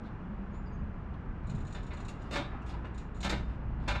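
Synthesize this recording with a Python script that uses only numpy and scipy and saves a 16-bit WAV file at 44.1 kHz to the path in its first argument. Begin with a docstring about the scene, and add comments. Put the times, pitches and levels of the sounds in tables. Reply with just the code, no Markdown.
"""Wind rumbles on the microphone over distant traffic and trees, a rough drone and a low hum.
Some way off across a gravel yard a shoe scuffs, a small bird chirps, and someone climbs an aluminium
extension ladder that leans on a wall. Its joints tick as they slip under the weight, soles rub the
rungs, and three steps make the sections clank and rattle. Each of these contact sounds is a train of
impulses driving damped resonances, dulled by the air and followed by the yard's echoes."""
import sys
import numpy as np
from scipy import signal
from scipy.io import wavfile
from scipy.ndimage import uniform_filter1d

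SR = 44100
rng = np.random.default_rng(int(sys.argv[2]) if len(sys.argv) > 2 else 0)


def to_wav(sig):
    """Store sig (one row per channel, or 1-D mono) as 16-bit WAV at the path in sys.argv[1].

    Samples outside -1..1 are clipped; the rate is SR.
    """
    pcm = np.clip(np.atleast_2d(sig), -1, 1) * 32767
    pcm = np.round(pcm).astype(np.int16)
    wavfile.write(sys.argv[1], SR, pcm.T)  # frames by channels


N = 176400
RING_T = np.arange(int(.55 * SR)) / SR   # time axis of one impulse response, in seconds
RATTLES_PER_S = 510

# The ladder's clear modes. Each row: frequency in Hz, relative level in dB, 60 dB decay time in seconds.
LADDER_MODES = [(325, -3, .14), (574, -1.5, .24), (635, -4, .09), (690, -6, .08), (815, -3, .18),
                (880, -2.5, .12), (978, -2.5, .13), (1182, -7, .12), (1270, -4, .2), (1345, -4.5, .12),
                (1390, -3, .17), (1570, -6.5, .18), (1772, -2.5, .12), (2130, -7, .13), (2180, -5.5, .12),
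                (2335, -9, .12), (2410, -3.5, .13), (2700, -7, .08), (2930, -11, .18), (3609, -1.5, .16),
                (3910, -8, .15), (4340, -13, .1), (5250, -16, .13), (6920, -17, .12)]


def from_db(db):
    """Amplitude grows tenfold for every 20 dB."""
    return 10 ** (np.asarray(db) / 20)


def rms_one(x):
    """Power normalisation: scale to rms 1."""
    return x / np.sqrt(np.mean(x ** 2) + 1e-30)


def unit_burst(x):
    """Energy normalisation: match a short sound to 5 ms at rms 1."""
    return x * np.sqrt(.005 * SR / (np.sum(x ** 2) + 1e-30))


def envelope(rows):
    """An amplitude envelope, interpolated between points of time in seconds and level in dB."""
    return from_db(np.interp(np.arange(N) / SR, *np.transpose(rows)))


def add(out, start_s, x):
    """Superposition: x adds to out from start_s on."""
    i = int(start_s * SR)
    out[i:i + len(x)] += x[:N - i]


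def butterworth(x, order, hz, kind="low"):
    """A filter with a maximally flat passband."""
    return signal.sosfilt(signal.butter(order, hz, kind, fs=SR, output="sos"), x)


def shelf(x, db, hz, kind):
    """A shelving filter raises or lowers the "low" or "high" side of hz."""
    half = from_db(db / 2 * (1 if kind == "low" else -1))
    w, damping = 2 * np.tan(np.pi * hz / SR), np.sqrt(2 * half)
    b, a = signal.bilinear([1, damping * w, half * w * w], [1, damping * w / half, w * w / half])
    return signal.lfilter(b, a, x) * (1 if kind == "low" else from_db(db))


def noise(spectrum, size):
    """Spectral shaping: white noise is weighted in quarter-octave bands, then scaled to rms 1."""
    hz, db = np.transpose(spectrum)
    edges_hz = 16 * 2 ** np.arange(0, 10.1, .25)
    white = rng.standard_normal((2, size + SR // 4))   # an extra quarter second lets the filters settle
    out = 0
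    for k, (low, high) in enumerate(zip(edges_hz, edges_hz[1:])):
        centre = np.sqrt(low * high)
        if hz[0] <= centre <= hz[-1]:
            gain = from_db(np.interp(np.log(centre), np.log(hz), db))
            out += gain * butterworth(white[k % 2], 2, [low, high], "band")
    return rms_one(out[-size:])


def contacts(length_s, per_s):
    """A Poisson impulse train: a first touch, then uneven ones that fade out after length_s."""
    hit = rng.random(len(RING_T)) < per_s / SR
    sizes = hit * from_db(4 * rng.standard_normal(len(RING_T))) * rng.choice([-1, 1], len(RING_T))
    sizes[0] = 2.05
    return sizes * np.exp(-(RING_T / length_s) ** 4)


def strike(touches, body, t60, modes, ring_db):
    """Modal response: contacts excite dense, noise-like modes and a few clear ones that vary by blow."""
    size = len(RING_T)
    swell = 1 - np.exp(-RING_T / .0014)   # vibration takes a moment to spread
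    response = noise(body, size) * from_db(-60 * RING_T / t60) * swell
    dense = unit_burst(signal.fftconvolve(touches, response)[:size])
    clear = 0
    for hz, db, mode_t60 in modes:
        detune, extra_db = rng.normal(0, [.0035, 2])
        ring = np.sin(2 * np.pi * hz * (1 + detune) * RING_T) * from_db(-60 * RING_T / mode_t60) * swell
        clear += from_db(db + extra_db) * unit_burst(signal.fftconvolve(touches, ring)[:size])
    return unit_burst(dense + from_db(ring_db) * unit_burst(clear))


def echoes(x, t60, dull_hz, build_s):
    """Diffuse reverberation: scattered, dulled reflections build up and decay exponentially."""
    tail = butterworth(rng.standard_normal(len(RING_T)), 1, dull_hz)
    tail *= from_db(-60 * RING_T / t60) * (1 - np.exp(-(RING_T / build_s) ** 2))
    return signal.fftconvolve(x, tail / np.sqrt(np.sum(tail ** 2)))[:N]


def wind():
    """Turbulent pressure rumbles on the microphone; higher buffeting grows as the rumble's cube."""
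    # The gusts. Each row: time in seconds, level in dB.
    gust_levels = [(0, -45), (.75, -40.5), (.81, -36.5), (.95, -41), (1.22, -40.5), (1.39, -44), (1.5, -36),
                   (1.61, -36), (1.69, -40.5), (2.0, -40), (2.2, -42.5), (3.15, -43), (3.26, -39),
                   (3.6, -39), (3.97, -37)]
    # Spectra of rumble and buffeting. Each row: frequency in Hz, relative density in dB.
    rumble_spectrum = [(18, 0), (40, 2), (60, -1.5), (90, -5.5), (130, -10), (200, -12), (300, -25),
                       (500, -28.5), (1000, -55)]
    buffet_spectrum = [(50, 0), (130, 4.5), (200, -7.5), (330, -27)]
    gust = envelope(gust_levels)
    rumble = gust * noise(rumble_spectrum, N)
    buffet = from_db(-37.5) * (gust / gust.max()) ** 3 * noise(buffet_spectrum, N)
    return rumble + buffet


def traffic_and_trees():
    """Many distant, incoherent sources sum to a nearly steady broadband noise."""
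    # Its spectrum. Each row: frequency in Hz, relative density in dB.
    spectrum = [(60, 3), (140, 1.5), (260, -4.5), (360, -7), (480, -13), (950, -12), (1500, -15.5),
                (2000, -24), (2700, -29), (3500, -44), (4700, -50), (7500, -56.5)]
    # Its slow drift. Each row: time in seconds, level in dB.
    levels = [(0, -46), (1.0, -47), (2.0, -46), (2.8, -45), (3.1, -47), (4, -45.5)]
    return envelope(levels) * noise(spectrum, N)


def drone(centre_hz=196, width_hz=40.4):
    """Components of a narrow noise band beat against each other: a rough, distant drone."""
    # Its swells. Each row: time in seconds, level in dB.
    levels = [(0, -48.5), (.15, -47.5), (.6, -46), (.85, -50), (3.1, -58), (3.28, -46), (3.7, -60.5)]
    band_hz = [centre_hz - width_hz / 2, centre_hz + width_hz / 2]
    return envelope(levels) * rms_one(butterworth(rng.standard_normal(N), 2, band_hz, "band"))


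def hum(hz=59.33):
    """A low pure tone swells under slow amplitude modulation."""
    # Its rise. Each row: time in seconds, rms level in dB.
    levels = [(0, -63), (2.1, -50.5), (2.8, -40.5), (3.08, -44.5), (3.25, -40), (4, -36.5)]
    return envelope(levels) * np.sqrt(2) * np.sin(2 * np.pi * hz * np.arange(N) / SR)


def scuffs():
    """Friction: a gritty sole makes many tiny impacts and sets the ladder ringing faintly."""
    # A shoe rubs on the ground, then on the rungs.
    # Each row: start in seconds, level before shelving in dB, length in seconds, treble shelf in dB.
    rubs = [(0.031, -45, 0.05, 2), (0.538, -58.5, 0.018, 14), (1.137, -56.5, 0.0089, 4),
            (1.431, -54.5, 0.19, 15), (1.974, -41, 0.081, 0), (2.082, -60, 0.019, 38),
            (2.189, -48, 0.15, 11), (2.513, -35.5, 0.079, -19), (2.66, -53.5, 0.049, 26),
            (2.692, -45.5, 0.029, 14.5), (2.735, -41.5, 0.028, 0), (2.845, -39.5, 0.025, -2),
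            (2.974, -57.5, 0.059, 18), (3.483, -48.5, 0.072, 4), (3.799, -44, 0.19, 7.5)]
    # The rubbing's spectrum. Each row: frequency in Hz, relative density in dB.
    body = [(200, 16.5), (450, 1.5), (900, 7.5), (1500, 1.5), (2000, -4.5), (2600, -4.5), (3200, -11),
            (3900, -11.5), (5000, -23.5), (7500, -30.5), (10000, -43), (15000, -70)]
    out = np.zeros(N)
    for start_s, db, length_s, treble_db in rubs:
        grit = contacts(length_s, per_s=1200)
        rub = strike(grit, body, t60=.097, modes=LADDER_MODES, ring_db=-17)
        add(out, start_s, from_db(db) * shelf(rub, treble_db, hz=3520, kind="high"))
    return out


def bird(glide_s=.02, waver_hz=90):
    """Frequency modulation: thin whistles waver, glide and settle, echoing in the trees."""
    # The notes. Each row: start and length in seconds, first and target pitch in Hz, peak level in dB.
    notes = [(0.525, .08, 6300, 7130, -72.5), (0.657, .034, 5100, 4600, -67),
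             (0.721, .045, 6570, 6420, -73)]
    out = np.zeros(N)
    for start_s, length_s, first_hz, target_hz, db in notes:
        t = np.arange(int(length_s * SR)) / SR
        waver = rms_one(uniform_filter1d(rng.standard_normal(len(RING_T)), size=60))[:len(t)]
        hz = target_hz + (first_hz - target_hz) * np.exp(-t / glide_s) + waver_hz * waver
        arch = np.sqrt(np.abs(np.sin(np.pi * t / length_s)))
        add(out, start_s, from_db(db) * arch * np.sin(2 * np.pi * np.cumsum(hz) / SR))
    return out + from_db(-11) * echoes(out, t60=.42, dull_hz=8000, build_s=.04)


def ticks_and_clinks():
    """Stick-slip: a loaded metal joint gives way in small, bright jerks, and a loose fitting clinks."""
    # Slips of the joint and clinks of the fitting. Each row: start in seconds, level in dB.
    slips = [(1.4692, -59.5), (1.495, -51), (1.5494, -57), (1.5788, -61), (1.6025, -59), (1.6482, -60),
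             (1.6685, -54.5), (1.7032, -60), (1.724, -52.5), (1.7461, -53.5), (1.829, -58.5),
             (1.8652, -56.5), (1.9335, -56), (1.9686, -55.5), (2.0014, -55), (2.0484, -54.5),
             (2.0818, -47.5), (2.2159, -60.5), (2.9443, -60.5), (2.9776, -52), (3.1453, -60.5),
             (3.1644, -60), (3.2042, -46)]
    clinks = [(2.083, -51), (2.618, -57)]
    # Their clear modes. Each row: frequency in Hz, relative level in dB, 60 dB decay time in seconds.
    joint_modes = [(3610, -2, .09), (3850, -2, .07), (4110, -2, .07), (6860, -1, .12), (6960, -1, .12),
                   (7150, -3, .09), (7600, -8, .04), (8220, -8, .05)]
    fitting_modes = [(2680, 0, .09), (2770, -3, .07)]
    # The dense modes of both. Each row: frequency in Hz, relative density in dB.
    body = [(1500, -3), (2600, 15.5), (3200, 4), (3900, 10), (4800, 4), (7100, 6.5), (8500, -3),
            (13000, -26)]
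    out = np.zeros(N)
    for events, modes, ring_db in ((slips, joint_modes, 0), (clinks, fitting_modes, 9)):
        for start_s, db in events:
            jerk = contacts(length_s=.0062, per_s=RATTLES_PER_S)
            add(out, start_s, from_db(db) * strike(jerk, body, t60=.18, modes=modes, ring_db=ring_db))
    return out


def clanks():
    """Repeated impact: a step throws the ladder's sections together, and their modes ring."""
    # The knocks. Each row: start in seconds, level before shelving in dB, rattle length in seconds,
    # bass shelf in dB, treble shelf in dB.
    knocks = [(1.745, -39, 0.038, -1.5, -11), (1.905, -39, 0.032, 0, -21), (2.309, -34, 0.036, 13.5, 6),
              (2.330, -32, 0.029, 11.5, 3.5), (2.355, -27, 0.016, 5.5, -3), (2.383, -31, 0.017, 13, -10),
              (2.441, -45, 0.0073, 6, -21), (3.228, -30, 0.032, 6.5, 7), (3.245, -29, 0.028, 11, -2),
              (3.294, -28, 0.014, 1.5, 9), (3.321, -29, 0.018, 9, -15), (3.877, -27, 0.016, 3.5, 1),
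              (3.884, -25.5, 0.033, -7, -10.5), (3.949, -29.5, 0.011, -13, -13.5)]
    # The ladder's dense, short-lived modes. Each row: frequency in Hz, relative density in dB.
    body = [(100, -3.5), (200, 5), (420, -1), (900, 2.5), (1900, -1.5), (2600, -1), (3100, -7), (4100, 0),
            (4800, -14.5), (7300, -14), (9200, -29.5), (12500, -32), (15500, -54)]
    out = np.zeros(N)
    for start_s, db, length_s, bass_db, treble_db in knocks:
        rattle = contacts(length_s, RATTLES_PER_S)
        clank = strike(rattle, body, t60=.14, modes=LADDER_MODES, ring_db=0)
        clank = shelf(clank, bass_db, hz=388, kind="low")
        clank = shelf(clank, treble_db, hz=5300, kind="high")
        add(out, start_s, from_db(db) * clank)
    return out


def scene():
    """Air absorption dulls the climb and the yard reflects it; all sources add, almost in mono."""
    background = butterworth(wind() + drone() + traffic_and_trees() + hum(), order=8, hz=9000)
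    climb = butterworth(clanks() + ticks_and_clinks() + scuffs(), order=2, hz=10500)
    yard = from_db(-14) * echoes(climb, t60=.28, dull_hz=4000, build_s=.034)
    mid = background + climb + yard + bird()
    side = from_db(-61) * echoes(mid, t60=.03, dull_hz=12000, build_s=.001)
    return np.array([mid + side, mid - side])


def record(dry):
    """Band limiting: a steep low-pass filter is 70 dB down from 15.7 kHz up."""
    return signal.sosfilt(signal.cheby2(12, 70, 15700, fs=SR, output="sos"), dry)


dry = scene()
out = record(dry)
to_wav(out)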